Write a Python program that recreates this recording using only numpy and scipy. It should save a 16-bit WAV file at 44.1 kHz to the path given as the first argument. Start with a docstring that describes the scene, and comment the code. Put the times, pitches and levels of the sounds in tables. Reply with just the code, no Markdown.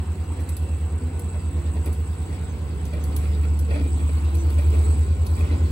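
"""Slow freight train pulling away

Two diesel locomotives pull a slow freight train over a level crossing, heard from the grass beside the line.
The exhaust throbs as sines on two neighbouring crank orders, echoed off a wagon side; gears and motors add tones.
Shaped noise makes the rumble, rolling, leaking air, blower whistle and valve spits.
Wagon wheels knock over rail joints, setting steel modes ringing; flanges squeak and the wagon body hums.
Two microphone ports share part of the sound, less or more of it as the wagon takes over from the engines."""
import sys
import numpy as np
from scipy import signal
from scipy.fft import rfft, irfft
from scipy.io import wavfile
from scipy.ndimage import uniform_filter1d

SR = 44100
rng = np.random.default_rng(int(sys.argv[2]) if len(sys.argv) > 2 else 0)


def wav_out(sig):
    """Save sig, one row per channel (or a flat mono array), as 16-bit PCM at SR to the path in sys.argv[1]."""
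    wavfile.write(sys.argv[1], SR, np.round(np.clip(np.atleast_2d(sig).T, -1, 1) * 32767).astype(np.int16))


N = 251811
T = np.arange(N) / SR  # time [s]
CRANK_HZ = 9.4047  # first engine


def gain_of(db):
    """Amplitude factor of a level in dB."""
    return 10 ** (np.asarray(db) / 20)


def evened(x):
    """Scale to an rms of one."""
    return x / np.sqrt(np.mean(x ** 2) + 1e-20)


def read(points, hz):
    """Read a table over frequency, straight between points on a logarithmic frequency axis."""
    f, value = np.transpose(points)
    return np.interp(np.log(hz + 1), np.log(f + 1), value)


def curve(rows, column):
    """Spread one column of a timed table over the whole scene."""
    columns = np.transpose(rows)
    return np.interp(T, columns[0], columns[column])


def add(mix, s, sound):
    """Lay a sound into the mix at s seconds, cut off at the end of the scene."""
    part = mix[..., round(s * SR):][..., :sound.shape[-1]]
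    part += sound[..., :part.shape[-1]]


def drift(top_hz):
    """Slow chance: sines of random phase up to top_hz, rms one."""
    coarse = T[::64]
    rates = top_hz * np.geomspace(.1, 1, num=12)
    slow = sum(np.sin(2 * np.pi * (f * coarse + rng.random())) for f in rates)
    return np.interp(T, coarse, evened(slow))


def noise(gain, patchy_db, flicker_db, size=512):
    """Two unrelated noises from random short-time spectra, with shared patches and frame-wide flicker."""
    frames, hz = N // (size // 4) + 5, np.fft.rfftfreq(size, 1 / SR)
    shape = (2, frames, len(hz))
    spectra = rng.standard_normal(shape) + 1j * rng.standard_normal(shape)
    patches = uniform_filter1d(rng.standard_normal((frames, len(hz))), size=12, axis=0)
    patches = evened(uniform_filter1d(patches, size=6, axis=1))
    flicker = evened(uniform_filter1d(rng.standard_normal((frames, 1)), size=4, axis=0))
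    spectra = spectra * gain(hz) * gain_of(patchy_db * patches + flicker_db * flicker)
    sound = signal.istft(spectra.transpose(0, 2, 1), nperseg=size, noverlap=3 * size // 4)[1]
    return evened(sound[:, :N])


def tone(db, cycles):
    """A turning phasor whose real part is a steady tone."""
    return gain_of(db) * np.exp(2j * np.pi * cycles)


def at_ports(phasor, leads, louder):
    """Give the right port's unshared part a share that leads the left and a share that is louder."""
    return np.array([phasor.real, leads * phasor.real + louder * phasor.imag])


def exhaust():
    """Sines on crank orders: the strong two beat once per turn and meet a growing echo; a second engine slips past."""
    # strong tones: (time [s], echo of eighth order [dB], echo of ninth order [dB],
    # second engine [dB], second engine crank speed [Hz])
    strong = [(0.0, -51.4, -54.6, -37.2, 9.524), (1.2, -41.0, -55.0, -37.7, 9.54),
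              (2.0, -31.4, -47.5, -29.6, 9.476), (2.6, -25.2, -34.8, -43.9, 9.4),
              (3.1, -20.0, -27.7, -39.0, 9.462), (3.5, -18.5, -26.7, -32.5, 9.522),
              (4.1, -17.3, -25.1, -45.0, 9.455), (4.7, -18.2, -24.1, -26.3, 9.507),
              (5.2, -17.9, -23.8, -26.7, 9.474), (5.71, -15.4, -23.3, -22.1, 9.4)]
    # weaker tones: (multiple of the crank speed, level at start [dB], in the middle [dB], at the end [dB])
    orders = [(5, -54, -52, -50), (6, -53, -43, -44), (7, -47, -42, -41), (10, -48, -45, -47),
              (11, -53, -43, -50), (12, -55, -48, -53), (13, -56, -53, -57), (14, -58, -49, -42),
              (15, -62, -50, -49), (16, -49, -47, -46), (17, -51, -51, -48), (18, -60, -54, -52),
              (19, -57, -56, -54), (20, -49, -51, -45), (23, -59, -58, -53), (24, -54, -56, -55),
              (27, -60, -58, -60), (30, -54, -54, -56)]
    eighth_db, ninth_db = -28.5, -28.7  # heard directly
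    ninth_lead, orders_lead = .075, .1  # cycles
    locked_up_to = 10  # the pipes scatter the timing of orders above this one
    echo_s, echo_s_per_s = .0022, .0012  # the detour by the wagon side lengthens
    second_lag = .602  # crank turns behind the first engine

    direct = CRANK_HZ * T
    echo = CRANK_HZ * (T - echo_s - echo_s_per_s * T)
    second = np.cumsum(curve(strong, 4)) / SR - second_lag
    from_engine = tone(eighth_db, 8 * direct) + tone(ninth_db, 9 * direct + ninth_lead)
    from_wagon = tone(curve(strong, 1), 8 * echo) + tone(curve(strong, 2), 9 * echo + ninth_lead)
    from_second = tone(curve(strong, 3), 8 * second)
    out = at_ports(from_engine, leads=-.3, louder=.6)
    out = out + at_ports(from_wagon, leads=.8, louder=.25)
    out = out + at_ports(from_second, leads=.9, louder=.6)
    for order, *levels_db in orders:
        lead = orders_lead if order <= locked_up_to else rng.random()
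        level_db = np.interp(T, [0, T[-1] / 2, T[-1]], levels_db) + 2.5 * drift(top_hz=1.3)
        cycles = order * echo + lead + 0.088 * drift(top_hz=1.296)
        out = out + gain_of(level_db) * np.cos(2 * np.pi * cycles)
    return np.sqrt(2) * out  # the levels are rms


def roar():
    """Shaped noise for engine rumble, the rolling of steel on steel with its fine hiss, and leaking brake air."""
    # spectra, each of them: (frequency [Hz], relative density [dB per Hz])
    rumble_colour = [(30, -43), (60, 4.5), (120, -3), (200, -1), (350, -3.5), (500, -7.5), (900, -37),
                     (2000, -52.5)]
    rolling_colour = [(200, -15), (500, -10), (700, -0.5), (1000, -0.5), (1500, -7.5), (2000, -9),
                      (2700, -12.5), (3200, -14.5), (5000, -29)]
    hiss_colour = [(1500, -1), (3000, 2.5), (4600, 3), (6000, -6.5), (7500, 1), (10000, -54), (14000, -24)]
    leak_colour = [(6000, -75), (9500, -8.5), (11000, -10), (13000, -18), (14500, -22), (15200, -14),
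                   (15700, -0.5)]
    # rolling noise swells as each set of wheels passes: (time [s], level [dB])
    wheels_passing = [(0, -48.5), (.54, -47.5), (.9, -49), (1.5, -48.5), (1.8, -47.5), (2.1, -48.5),
                      (2.35, -46), (2.64, -48.5), (3.2, -45.5), (3.5, -48.5), (3.78, -47.5), (3.95, -46.5),
                      (4.1, -45.5), (4.45, -45), (4.88, -43.5), (5.18, -48), (5.44, -44.5), (5.71, -44.5)]
    # air leak: (time [s], level [dB])
    leak_level = [(0, -54), (.3, -53.5), (1., -55.5), (1.4, -55), (2.1, -50.5), (2.7, -56), (3.3, -51),
                  (3.75, -54.5), (4.1, -46.5), (4.25, -50.5), (4.85, -46), (5.1, -56), (5.4, -44),
                  (5.55, -58), (5.71, -47)]
    mean_db = -47  # the swells are counted from this level
    # against the rolling noise: offset, share of the swell followed, climb
    rumble_over_db, rumble_follows, rumble_db_per_s = 9, 0.72, 0.05
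    hiss_over_db, hiss_follows, hiss_db_per_s = -10.5, 0.97, 0.55
    next_wheels_s, next_wheels_db_per_s = 5.5, 12  # the rumble climbs as the next wheels come near

    rumble = noise(lambda hz: gain_of(read(rumble_colour, hz)), patchy_db=2.2, flicker_db=.8, size=4096)
    rolling = noise(lambda hz: gain_of(read(rolling_colour, hz)), patchy_db=2.0, flicker_db=0.5, size=1024)
    hiss = noise(lambda hz: gain_of(read(hiss_colour, hz)), patchy_db=3.0, flicker_db=1.0)
    leak = noise(lambda hz: gain_of(read(leak_colour, hz)), patchy_db=2.5, flicker_db=1.5)
    swell_db = curve(wheels_passing, 1) - mean_db
    rumble_db = rumble_over_db + rumble_follows * swell_db + rumble_db_per_s * T
    rumble_db = rumble_db + next_wheels_db_per_s * np.maximum(T - next_wheels_s, 0)
    hiss_db = hiss_over_db + hiss_follows * swell_db + hiss_db_per_s * T
    train = gain_of(rumble_db) * rumble + gain_of(swell_db) * rolling + gain_of(hiss_db) * hiss
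    return gain_of(mean_db) * train + gain_of(curve(leak_level, 1)) * leak


def blower():
    """Turbulent air through two close resonances: a breathy whistle that pulses a little with the firing."""
    # resonances: (frequency [Hz], width [Hz], relative level [dB])
    resonances = [(7790, 330, -3), (8050, 260, 0)]
    # whistle: (time [s], level [dB])
    whistle = [(0, -51.5), (.5, -46.5), (.9, -49), (1.2, -47), (1.55, -48), (1.8, -48.5), (2.3, -47),
               (2.65, -53), (3.1, -49), (3.5, -48), (3.8, -50.5), (3.93, -42), (4.4, -48), (4.7, -46),
               (4.88, -40), (5.2, -49), (5.71, -49.5)]

    def colour(hz):
        return sum(gain_of(db) / (1 + ((hz - f) / w) ** 2) ** 2 for f, w, db in resonances)

    firing = 1 + .1 * np.cos(2 * np.pi * 8 * CRANK_HZ * T)
    return gain_of(curve(whistle, 1)) * firing * noise(colour, patchy_db=2.0, flicker_db=1.5)


def gears():
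    """Wavering gear and fan tones and a beating motor whine; levels change as the wagon moves in front of them."""
    # gears and fans: (frequency [Hz], level in the open [dB], screened by the wagon [dB], at the end [dB])
    tones = [(743, -59, -59, -64), (947, -66, -65, -64), (1061, -67, -69, -63), (1354, -69, -70, -68),
             (1484, -67, -67, -62), (2713, -70, -77, -79), (3321, -82, -79, -74), (4068, -72, -80, -76)]
    screen_s, screen_takes_s, clear_s, clear_takes_s = 1.8, .3, 4.1, .5
    whine_hz, whine_open_db, whine_screened_db = 2650, -67, -71  # two traction motors
    beat_hz, in_beat_s = 1.4, .65  # their pitch gap and a moment when they add up
    second_motor = .8  # amplitude against the first

    screened = np.clip((T - screen_s) / screen_takes_s, 0, 1)
    late = np.clip((T - clear_s) / clear_takes_s, 0, 1)
    cycles = whine_hz * T + .17 * drift(top_hz=6)
    second_cycles = cycles + beat_hz * (T - in_beat_s)
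    pair = np.cos(2 * np.pi * cycles) + second_motor * np.cos(2 * np.pi * second_cycles)
    out = gain_of(whine_open_db + (whine_screened_db - whine_open_db) * screened) * pair
    for hz, open_db, screened_db, end_db in tones:
        level_db = open_db + (screened_db - open_db) * screened + (end_db - screened_db) * late
        level = gain_of(level_db + 3 * drift(top_hz=7))
        out = out + level * np.cos(2 * np.pi * (hz * T + 0.17 * drift(top_hz=7)))
    return np.sqrt(2) * out


def ring(modes, pitch_hz=None):
    """The response of a steel part to one blow; the load on the wheels damps it quickly."""
    off_pitch_db = -12  # modes an octave from the favoured pitch ring this much weaker
    t = np.arange(8000) / SR
    out = np.zeros(len(t))
    for hz, db, t60 in modes:
        off_db = off_pitch_db * abs(np.log2(hz / pitch_hz)) if pitch_hz else 0
        fall_db = -60 * t / np.clip(t60, .01, .25)
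        out += gain_of(db + off_db + fall_db) * np.sin(2 * np.pi * hz * t)
    return out / np.sqrt(len(modes))


def knocks():
    """Each jolt is a short rattle of random small blows into the wagon body and the wheels."""
    # wheels over rail joints and slack in the couplings: (time [s], relative thud level [dB],
    # relative clang level [dB], length of the rattle [s], body pitch that rings most [Hz])
    jolts = [(0.382, -24.5, -42, 0.014, 215), (1.333, -31, -42.5, 0.02, 460), (1.559, -20, -59, 0.022, 165),
             (1.753, -31, -44, 0.011, 425), (1.858, -25.5, -37, 0.017, 398), (2.309, -36, -37, 0.054, 302),
             (2.92, -29.5, -35, 0.036, 560), (3.202, -32.5, -34, 0.11, 420),
             (3.426, -27.5, -35, 0.022, 280), (3.68, -21.5, -27.5, 0.099, 590),
             (3.747, -39, -33, 0.024, 315), (3.772, -23.5, -35, 0.11, 287),
             (3.982, -27.5, -37.5, 0.043, 307), (4.088, -30, -39.5, 0.0081, 297),
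             (4.33, -31, -41, 0.023, 330), (4.575, -28, -33.5, 0.015, 525), (4.716, -24, -35, 0.057, 392),
             (5.356, -32, -30.5, 0.09, 480), (5.488, -19, -33.5, 0.057, 222), (5.597, -29, -54, 0.03, 258)]
    # modes of the wagon body: (frequency [Hz], relative level [dB], 60 dB decay before limits [s])
    body_modes = [(169, 4, 0.14), (208, 0, 0.09), (283, 7, 0.1), (307, -1.5, 0.17), (345, 1.5, 0.29),
                  (395, -1.5, 0.09), (439.7, 6.5, 0.083), (474, 6.5, 0.091), (547, -0.5, 0.038),
                  (581, 8, 0.048), (607, 2, 0.049), (800, -1, 0.042)]
    # modes of a wheel: (frequency [Hz], relative level [dB], 60 dB decay before limits [s])
    wheel_modes = [(1400, 11.5, 0.01), (1907, 8, 0.025), (2090, 2, 0.027), (2184, 0, 0.035),
                   (2364, 5.5, 0.039), (2530, 5.5, 0.028), (3280, 5.5, 0.011), (3980, -3, 0.028),
                   (4410, -2.5, 0.017), (10000, 2.5, 0.0093)]
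    rise_s, rise_share = .016, .4  # long rattles build up over this share of their length
    lumpy_db = 3  # the blows of a rattle come in uneven clumps

    out, t, wheel = np.zeros((2, N)), np.arange(6000) / SR, ring(wheel_modes)
    for s, thud_db, clang_db, length, pitch_hz in jolts:
        clumps = gain_of(lumpy_db * evened(uniform_filter1d(rng.standard_normal(len(t)), size=150)))
        rise = np.minimum(t / max(rise_s, rise_share * length), 1)
        fall = np.exp(-t / np.clip(length, .003, .08))
        rattle = clumps * rng.standard_normal((2, len(t))) * rise * fall
        rattle = rattle / np.linalg.norm(rattle[0])
        steel = gain_of(thud_db) * ring(body_modes, pitch_hz) + gain_of(clang_db) * wheel
        add(out, s, signal.fftconvolve(rattle, steel[None], axes=1))
    return out


def spits():
    """Short puffs of compressed air, with a weaker tail thrown back by the wagon sides."""
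    # air valves: (time [s], level before the envelope [dB], brightness [dB per octave],
    # pitch of the valve's hollow note [Hz])
    puffs = [(0.403, -42, 0.1, 6000), (0.49, -32, 1.5, 4370), (0.5654, -32, 1.1, 4600),
             (1.193, -33.5, 2, 7450), (1.858, -33.5, 1.5, 4500), (1.929, -36, 1.5, 4500),
             (2.852, -38.5, -3, 6000), (2.934, -46, 0.1, 4500), (3.038, -33, 0.5, 4500),
             (3.1625, -25.5, 1.2, 3440), (3.5896, -33, 0.5, 5900), (4.35, -34.5, 1, 4200),
             (4.502, -38, 1, 4460), (5.2645, -32.5, -4, 4500)]
    # spectrum of the air: (frequency [Hz], relative density [dB per Hz])
    air_colour = [(1500, -24), (3500, -3.5), (4600, -3), (6500, -5), (9000, 7), (12000, 5), (16000, -2.5)]
    rise_s, puff_t60 = 0.003, 0.024  # seconds
    slap_db, slap_t60, tail_db, tail_t60 = -11.5, 0.12, -27.5, 0.66
    nozzle_db, nozzle_width_hz = 7.5, 330  # height and width of the hollow note

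    out, t = np.zeros((2, N)), np.arange(8192) / SR
    hz = np.fft.rfftfreq(len(t), 1 / SR)
    fall = gain_of(-60 * t / puff_t60)
    fall = fall + gain_of(slap_db - 60 * t / slap_t60) + gain_of(tail_db - 60 * t / tail_t60)
    octaves = np.log2(np.clip(hz, 1500, None) / 8000)
    for s, db, bright_db, note_hz in puffs:
        nozzle = 1 / (1 + ((hz - note_hz) / nozzle_width_hz) ** 2)
        colour = gain_of(read(air_colour, hz) + bright_db * octaves + nozzle_db * nozzle)
        air = evened(irfft(rfft(rng.standard_normal((2, len(t)))) * colour))
        add(out, s, gain_of(db) * air * np.minimum(t / rise_s, 1) * fall)
    return out


def squeaks():
    """Brief flange tones and body hums, roughened by stick and slip."""
    # wheel flanges: (time [s], length [s], frequency [Hz], peak level [dB])
    flange = [(2.483, 0.055, 6350, -56), (3.003, 0.054, 6360, -54), (3.812, 0.095, 2410, -51.5),
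              (4.158, 0.045, 4460, -50), (4.22, 0.15, 4050, -57), (4.23, .04, 2710, -50.5),
              (4.362, 0.081, 6000, -50), (4.715, 0.047, 4080, -53), (5.488, 0.038, 2050, -46.5),
              (5.512, 0.026, 4030, -47)]
    # the loaded wagon body hums briefly: (time [s], length [s], frequency [Hz], peak level [dB])
    groans = [(0.997, 0.15, 253.4, -36), (3.101, 0.18, 276.4, -39), (3.737, 0.097, 287, -30.5),
              (4.257, 0.26, 340, -36), (4.598, 0.3, 352, -40), (5.5, 0.26, 188.4, -36.5)]
    out, t = np.zeros(N), np.arange(16000) / SR
    for s, length, hz, db in flange + groans:
        # lower tones waver more slowly
        slip = evened(uniform_filter1d(rng.standard_normal(len(t)), size=int(150 * 4000 / hz)))
        shape = np.sin(np.pi * np.clip(t / length, 0, 1))
        add(out, s, gain_of(db) * shape * np.sin(2 * np.pi * hz * t + 0.45 * slip))
    return out


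def scene():
    """Row 0 is the sound at the left port, row 1 the part that reaches only the right one."""
    return exhaust() + roar() + blower() + gears() + knocks() + spits() + squeaks()


def record(dry):
    """The right port hears a shifted share of the left, changing as the train moves on; then the band limit."""
    # two microphone ports: (frequency [Hz], likeness of left and right with the engines in front [0-1],
    # lead of the right port then [rad], likeness with the wagon alongside [0-1], lead then [rad])
    ports = np.array([(95, .991, 0, .991, 0), (140, .96, -.25, .95, -.25), (270, .93, -.2, .75, .2),
                      (400, .88, -.2, .72, .5), (600, .6, .5, .7, 1.6), (850, .7, -.4, .25, -.2),
                      (1200, .7, -.3, .2, -1.4), (1800, .08, -.8, .75, -2.9), (2300, .6, -.8, .35, -1.2),
                      (3300, .38, -1.7, .38, -2.3), (3950, .24, -.3, .5, .3), (5500, .28, 2.2, .25, 2.4),
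                      (6300, .55, 0, .25, 0), (7200, .5, .6, .5, .6), (7700, .95, 0, .97, 0),
                      (11000, .8, -.2, .82, -.2), (16000, .7, 0, .99, .2)])
    # balance of the ports: (frequency [Hz], left minus right [dB])
    lean = [(60, -0.5), (400, -0.9), (1200, 1.1), (1900, -.5), (4000, -1.3), (5600, -2.5), (7300, 0.2)]
    alongside_from_s, alongside_at_s = .9, 4.6  # the wagon takes over from the engines
    in_step_hz, turn_hz = 6150, 4750  # above the first, the right leads by one more cycle every turn_hz
    edge_hz = 15800

    hz, t, (left, apart) = signal.stft(dry, SR, nperseg=2048, noverlap=1536)
    along = np.clip((t - alongside_from_s) / (alongside_at_s - alongside_from_s), 0, 1)
    same, lead, same_late, lead_late = (read(ports[:, [0, column]], hz)[:, None] for column in (1, 2, 3, 4))
    same = same + along * (same_late - same)
    lead = lead + along * (lead_late - lead)
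    lead = lead + 2 * np.pi * np.maximum(hz[:, None] - in_step_hz, 0) / turn_hz
    # the unshared part arrives a quarter cycle off, so steady tones keep their level
    right = same * left + 1j * np.sqrt(1 - same ** 2) * apart
    right = gain_of(-read(lean, hz))[:, None] * np.exp(1j * lead) * right
    pair = signal.istft(np.array([left, right]), SR, nperseg=2048, noverlap=1536)[1][:, :N]
    band_limit = signal.firwin(1023, edge_hz, window=("kaiser", 9), fs=SR)
    return signal.oaconvolve(pair, band_limit[None], "same", axes=1)


dry = scene()
out = record(dry)
wav_out(out)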